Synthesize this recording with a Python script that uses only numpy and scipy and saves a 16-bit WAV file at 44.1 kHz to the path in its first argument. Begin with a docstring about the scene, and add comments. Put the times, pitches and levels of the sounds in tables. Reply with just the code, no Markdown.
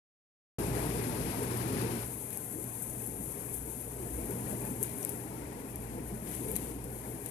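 """Outdoor hot tub

Heard from just above the water; the sound cuts in after half a second. The jets rush hard, then ease
to a rolling churn of big bubbles over the hum of the pump. Foam fizzes and sloshes at the left
microphone, where now and then a bubble bursts with a sharp tick or a drop plinks."""
import sys
import numpy as np
from scipy import signal
from scipy.fft import rfft, irfft, next_fast_len
from scipy.io import wavfile

SR = 44100
rng = np.random.default_rng(int(sys.argv[2]) if len(sys.argv) > 2 else 0)


def wrap_up_sound(samples):
    """Save the sound to the file named by the first command line argument, as 16-bit audio."""
    columns = np.atleast_2d(samples).T
    # keep every value between -1 and 1, then stretch to whole-number steps
    tamed = np.clip(columns, -1, 1)
    steps = np.round(tamed * 32767).astype(np.int16)
    wavfile.write(sys.argv[1], SR, steps)


N = 321930
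TIME = np.arange(N) / SR
FFT_SIZE = next_fast_len(N)
BIN_HZ = np.maximum(np.arange(FFT_SIZE // 2 + 1) * SR / FFT_SIZE, 1)


def from_db(db):
    """Decibels to gain."""
    return 10 ** (np.asarray(db) / 20)


def unit_rms(x):
    """Scale to rms 1."""
    return x / np.sqrt(np.mean(x ** 2) + 1e-20)


def per_sample(points):
    """A (time_s, value) table at every sample."""
    time_s, value = np.transpose(points)
    return np.interp(TIME, time_s, value)


def per_bin(points):
    """A (freq_hz, value) table at every FFT bin."""
    freq_hz, value = np.transpose(points)
    return np.interp(np.log(BIN_HZ), np.log(freq_hz), value)


def drift(rate_hz):
    """Smooth random wander, rms 1."""
    hop, settle = 40, 2000
    pole = np.exp(-2 * np.pi * rate_hz * hop / SR)
    noise = rng.standard_normal(N // hop + settle + 2)
    slow = signal.lfilter([1], [1, -2 * pole, pole * pole], noise)[settle:]
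    return np.interp(np.arange(N) / hop, np.arange(len(slow)), unit_rms(slow))


# Right microphone relative to left: freq_hz, gain_db
RIGHT_SHADE = [(60, -0.5), (115, -1), (200, 0.5), (370, -3.5), (690, -2), (980, -3), (1270, -8.5),
               (2330, -17), (4300, -21), (7000, -27), (11000, -40), (14500, -26)]
# Likeness of left and right: freq_hz, correlation
COHERENCE = [(60, 0.6), (200, 0.97), (380, 1), (600, 0.76), (850, 0.68), (1200, 0.22), (2500, 0.2)]
RIGHT_LAG_S = .00032


def at_microphones(pair, spectrum):
    """Colour and blend two independent streams; the right side is later and shaded. Mid rms 1."""
    common, apart = rfft(pair, FFT_SIZE) * from_db(per_bin(spectrum))
    correlation = np.clip(per_bin(COHERENCE), 0, 1)
    common *= np.sqrt(1 + correlation)
    apart *= np.sqrt(1 - correlation)
    shade = from_db(per_bin(RIGHT_SHADE)) * np.exp(-2j * np.pi * BIN_HZ * RIGHT_LAG_S)
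    out = irfft([common + apart, (common - apart) * shade], FFT_SIZE)[:, :N]
    return out / np.std(out.mean(axis=0))


def bubbles(per_s, low_hz, high_hz, cycles, rise, spread_db):
    """Random bubbles, each a decaying sine that climbs in pitch as it nears the surface."""
    out = np.zeros(N)
    for when, pitch, strength, life in rng.random((int(per_s * N / SR), 4)):
        at = int(when * N)
        pitch_hz = low_hz * (high_hz / low_hz) ** pitch
        length = int(cycles * (.5 + life) * SR / pitch_hz)
        age = np.arange(min(length, N - at)) / length
        phase = 2 * np.pi * pitch_hz * length / SR * (age + rise * age ** 2 / 2)
        gain = pitch_hz * from_db(spread_db * strength)  # grows with pitch to even out the spectrum
        out[at:at + len(age)] += gain * np.sin(phase) * np.exp(-np.log(100) * age)
    return unit_rms(out)


# Boils of air: peak_s, lift_db, length_s
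BOILS = [(1.773, 4, 0.36), (2.602, 3.5, 0.24), (3.144, 2.5, 0.42), (3.51, 3, .2), (4.054, 3.5, .16),
         (4.334, 2, .24), (4.556, 1.5, 0.088), (4.724, 4.5, .18), (5.158, 0.5, .14), (5.4, 1, 0.13),
         (5.974, 3, 0.22), (6.52, 3.5, 0.44), (6.86, 3.5, .08), (7.103, 4, 0.12)]


def boil_lift_db():
    """Each boil heaves up and sinks, swelling the churn in one smooth hump."""
    return sum(lift_db * np.cos(np.pi * np.clip((TIME - peak_s) / length_s, -.5, .5)) ** 2
               for peak_s, lift_db, length_s in BOILS)


# Churning water: freq_hz, gain_db
CHURN_SPECTRUM = [(20, -21), (30, -25), (45, -13), (70, -3.5), (100, -2.5), (200, -2), (290, -0.5),
                  (345, -2), (420, -3.5), (480, -4), (560, -17.5), (900, -22), (1300, -47), (3000, -75)]


def churn(surge_db, calm_db=-46.5, wash_db=-2, heave_db=.84):
    """Air glugs up through turbulent water; the harder the jets, the more it merges into a rumble."""
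    glugs = np.array([bubbles(per_s=290, low_hz=90.65, high_hz=758, cycles=20.3, rise=.11, spread_db=8)
                      for side in range(2)])
    wash = rng.standard_normal((2, N)) * np.sqrt(SR / 2 / 600)  # unit power per 600 Hz
    wash_gain = from_db(wash_db + .53 * surge_db)
    water = (glugs + wash_gain * wash) / np.hypot(1, wash_gain)
    level_db = calm_db + .94 * surge_db + boil_lift_db() + heave_db * drift(9.9)
    return at_microphones(water, CHURN_SPECTRUM) * from_db(level_db)


# Stirring by the jets, as splash level; churn and pump follow it: time_s, level_db
FLOW = [(.62, -46), (.93, -45), (1.33, -47), (1.58, -46), (1.97, -47.5), (2.09, -54.5), (2.25, -56),
        (3.12, -56), (3.88, -56), (4.52, -50.5), (4.72, -53), (5.7, -53.5), (6.2, -54), (6.45, -53.5),
        (7.3, -54.5)]
# Surface splash: freq_hz, gain_db
SPLASH_SPECTRUM = [(250, -28), (450, -1), (600, 0), (760, 0), (970, 0), (1200, -9.5), (1550, -7.5),
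                   (2350, -8), (3000, -13.5), (3800, -16), (5200, -15), (8000, -12.5), (15000, -26.5)]


def splashing(flow_db, wash_db=-1, slop_db=1.07, trim_db=.87):
    """A dense swarm of smaller bubbles rings where the boil folds over at the surface."""
    plops = np.array([bubbles(per_s=600, low_hz=480, high_hz=2600, cycles=75, rise=.04, spread_db=18)
                      for side in range(2)])
    wash = rng.standard_normal((2, N)) * np.sqrt(SR / 2 / 2100)  # unit power per 2100 Hz
    water = at_microphones(plops + from_db(wash_db) * wash, SPLASH_SPECTRUM)
    return water * from_db(flow_db + trim_db + slop_db * drift(4.7))


# Jet hiss envelope: time_s, level_db
RUSH_LEVEL = [(.58, -48), (1.2, -47), (1.9, -46), (2.02, -49.5), (2.15, -61.5), (2.4, -84), (7.3, -70)]
# Jet hiss: freq_hz, gain_db
RUSH_SPECTRUM = [(300, -35), (900, 3.5), (1400, 3.5), (2400, 2.5), (3200, -2.5), (5000, -2), (8000, -7.5),
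                 (11000, 8), (15000, -16)]


def jet_rush(flutter_db=1.5):
    """Air and water shear at the nozzles in a smooth, broad hiss."""
    hiss = at_microphones(rng.standard_normal((2, N)), RUSH_SPECTRUM)
    return hiss * from_db(per_sample(RUSH_LEVEL) + flutter_db * drift(30))


# Pump shaft throb: time_s, level_db
SHAFT_LEVEL = [(.62, -45), (1.2, -47), (1.7, -57), (2.12, -50.5), (2.45, -68), (2.8, -59), (3.2, -52),
               (3.6, -51), (3.8, -58), (4.13, -44), (4.38, -56), (4.72, -51), (5.1, -68), (5.43, -49),
               (5.6, -62), (6.07, -47), (6.9, -50.5), (7.3, -56)]


def pump(surge_db, shaft_hz=58.4, hum_hz=120, vane_count=7):
    """The motor hums at twice mains rate, louder under load; the shaft throbs; vanes sing in the air."""
    shaft_phase = 2 * np.pi * shaft_hz * TIME
    shaft_db = per_sample(SHAFT_LEVEL) + 3 * drift(5.2)
    shaft = from_db(shaft_db) * np.sin(shaft_phase + .72 * drift(7.7))
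    motor_db = -50 + .69 * surge_db + 2.16 * drift(3.4)
    motor = from_db(motor_db) * np.sin(2 * np.pi * hum_hz * TIME + .3 * drift(3.8))
    vane_db = -59.5 + .99 * surge_db + 3 * drift(6.5)
    vanes = from_db(vane_db) * np.sin(vane_count * shaft_phase + .71 * drift(3.7))
    return np.sqrt(2) * (shaft + vanes + motor * from_db([[-1], [1]]))


def crackle(per_s, spread_db):
    """Two streams of tiny clicks of uneven size."""
    sizes = from_db(spread_db * np.minimum(rng.exponential(1, (2, N)), 4))
    signs = rng.choice([-1, 1], (2, N))
    hits = rng.random((2, N)) < per_s / SR
    return unit_rms(sizes * signs * hits)


# Foam at the left microphone, drifting off and washing back: time_s, level_db
FOAM_LEVEL = [(.62, -46), (1.5, -46.5), (1.75, -49), (2.2, -44.5), (3.6, -43.5), (3.92, -46), (4.75, -44),
              (5.12, -46), (5.3, -50), (5.5, -54), (5.8, -51.5), (6.0, -53), (6.24, -48.5), (6.3, -42.5),
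              (6.6, -44), (6.78, -53), (7.0, -49), (7.3, -48)]
# Foam fizz: freq_hz, gain_db
FIZZ_SPECTRUM = [(1500, -21.5), (4000, -27), (5200, -33.5), (6200, -16), (7500, -11), (9000, -4),
                 (10200, -0.5), (11000, 1.5), (12000, -4), (13000, -5.5), (14300, -20.5)]


def fizz(clump_db=1.25, mist_db=-1, trim_db=-.5):
    """Countless foam cells burst in clumps, the near ones as separate clicks."""
    cells = crackle(per_s=7000, spread_db=3) + from_db(mist_db) * rng.standard_normal((2, N))
    level_db = per_sample(FOAM_LEVEL) + trim_db + clump_db * drift(19)
    return at_microphones(cells, FIZZ_SPECTRUM) * from_db(level_db)


def small_pops(per_s=8.3, tick_db=18, spray_db=1.5, range_db=8, spray_decay_s=.0069):
    """Small bubbles burst at random, as loud as the foam is thick; rows as in LOUD_BURSTS."""
    when, size = rng.random((int(per_s * N / SR), 2)).T
    levels_db = per_sample(FOAM_LEVEL)[(when * N).astype(int)] + range_db * (size - .5)
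    return [(start_s, level_db + tick_db, level_db + spray_db, spray_decay_s)
            for start_s, level_db in zip(when * N / SR, levels_db)]


# Close bursts, levels before trim and ring: start_s, tick_db, spray_db, spray_decay_s
LOUD_BURSTS = [(1.573, -20, -34, 0.0064), (1.816, -22, -38, .003), (2.3735, -16, -35, 0.0076),
               (2.822, -21, -34, .02), (3.0634, -23, -36, .01), (3.54, -26, -34, 0.027),
               (4.8292, -8, -27, .002), (4.835, -10, -23, .0022), (5.029, -20, -38, .003),
               (5.0497, -9.5, -23, 0.0011), (5.093, -17, -27.5, .005), (5.7585, -19.5, -36, 0.0033),
               (6.35, -19, -28, .002), (6.516, -23, -30, .003), (6.556, -18, -36, 0.013),
               (6.564, -8.5, -27, 0.0043), (6.841, -26, -36, .006), (7.261, -16.5, -33.5, .0044)]
# Ring of a burst: centre_hz, width_hz, gain_db
BURST_MODES = [(7900, 2100, -11), (10800, 2700, 7), (13300, 1300, -5)]


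def bursts(tick_trim_db=9, spray_trim_db=3, right_db=-35, low_cut_hz=6800):
    """A film snaps beside the left microphone: one sharp tick, then a short hiss of spray."""
    drive, ring = np.zeros((2, N))
    noise = rng.standard_normal(N)
    for start_s, tick_db, spray_db, decay_s in LOUD_BURSTS + small_pops():
        at = int(start_s * SR)
        drive[at] += from_db(tick_db + tick_trim_db)
        age_s = TIME[:min(SR // 10, N - at)]
        span = slice(at, at + len(age_s))
        drive[span] += from_db(spray_db + spray_trim_db) * noise[span] * np.exp(-age_s / decay_s)
    for k, (centre_hz, width_hz, gain_db) in enumerate(BURST_MODES):
        b, a = signal.iirpeak(centre_hz, centre_hz / width_hz, fs=SR)
        ring += (-1) ** k * from_db(gain_db) * signal.lfilter(b, a, drive + 1e-18)
    low_cut = signal.butter(4, low_cut_hz, "high", fs=SR, output="sos")
    return signal.sosfilt(low_cut, ring) * from_db([[0], [right_db]])


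# Close wavelets of foam: start_s, gain_db, decay_s
SLOSHES = [(2.3, -55.5, 0.056), (3.532, -64, .04), (4.82, -56, 0.14), (5.03, -60, .05), (6.243, -54, 0.22),
           (6.552, -44.5, 0.0085), (6.573, -62, 0.17), (7.255, -54, 0.019)]
# Wavelet patter: freq_hz, gain_db
SLOSH_SPECTRUM = [(700, -31), (1500, 5), (2300, 7), (3800, 1), (5200, -1.5), (7000, 2), (10000, -16),
                  (14500, -16)]


def sloshes(rise_share=.15):
    """A wavelet of foam breaks and patters back into the water; a longer one swells more slowly."""
    swell = np.zeros(N)
    for start_s, gain_db, decay_s in SLOSHES:
        age = np.maximum(TIME - start_s, 0) / decay_s
        swell += from_db(gain_db) * (1 - np.exp(-age / rise_share)) * np.exp(-np.minimum(age, 20))
    return swell * at_microphones(crackle(per_s=5800, spread_db=8), SLOSH_SPECTRUM)


# Surfacing air pockets, at their peak and before trim: start_s, pitch_hz, level_db
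AIR_POCKETS = [(2.581, 406, -41), (3.998, 357, -38.5), (4.281, 266, -35), (4.292, 407, -36),
               (4.52, 417, -38.5), (4.524, 598, -40), (4.544, 183, -40), (4.629, 199, -37),
               (4.703, 243, -35), (4.809, 411, -39.5), (5.122, 388, -40), (6.122, 194, -37),
               (6.221, 199, -34), (6.395, 280, -37), (6.488, 420, -36), (6.707, 298, -38),
               (6.749, 267, -37)]


def big_glugs(swell_s=.0084, rise=.048, trim_db=1, right_db=-2):
    """A large pocket of air swells, rings for a few cycles and climbs in pitch as it surfaces."""
    out = np.zeros((2, N))
    age_s = np.maximum(TIME[:SR // 8] - np.array([[0], [RIGHT_LAG_S]]), 0)
    swell = age_s / swell_s * np.exp(1 - age_s / swell_s)
    for start_s, pitch_hz, level_db in AIR_POCKETS:
        at = int(start_s * SR)
        cycles = pitch_hz * age_s * (1 + rise * (age_s / swell_s / 2 - 1))
        glug = from_db(level_db + trim_db) * swell * np.sin(2 * np.pi * cycles)
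        out[:, at:at + glug.shape[1]] += glug[:, :N - at]
    return out * from_db([[0], [right_db]])


# Plinking drops: start_s, pitch_hz, level_db, t60_s
DROPS = [(4.8292, 6450, -27.5, 0.0095), (5.0303, 5940, -34.5, .018), (6.557, 6600, -35, 0.017),
         (6.5647, 4040, -40, 0.032)]


def drops(right_db=-28):
    """A falling drop traps a tiny bubble, which rings briefly."""
    out = np.zeros(N)
    age_s = TIME[:SR // 20]
    for start_s, pitch_hz, level_db, t60_s in DROPS:
        at = int(start_s * SR)
        envelope = from_db(level_db - 60 * age_s / t60_s)
        out[at:at + len(age_s)] += envelope * np.sin(2 * np.pi * pitch_hz * age_s)
    return out * from_db([[0], [right_db]])


def scene():
    """Water, pump and foam in the open air."""
    calm_flow_db = -55.5
    flow_db = per_sample(FLOW)
    surge_db = flow_db - calm_flow_db
    water = churn(surge_db) + splashing(flow_db) + jet_rush() + big_glugs()
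    hum = pump(surge_db)
    foam = fizz() + sloshes() + bursts() + drops()
    return water + hum + foam


def record(dry):
    """Abrupt switch-on and a steep treble cut."""
    start_s, fade_s, cutoff_hz = .584, .002, 14350
    gate = np.clip((TIME - start_s) / fade_s, 0, 1)
    top_cut = signal.ellip(12, .1, 70, cutoff_hz, fs=SR, output="sos")
    return signal.sosfilt(top_cut, dry * gate)


dry = scene()
out = record(dry)
wrap_up_sound(out)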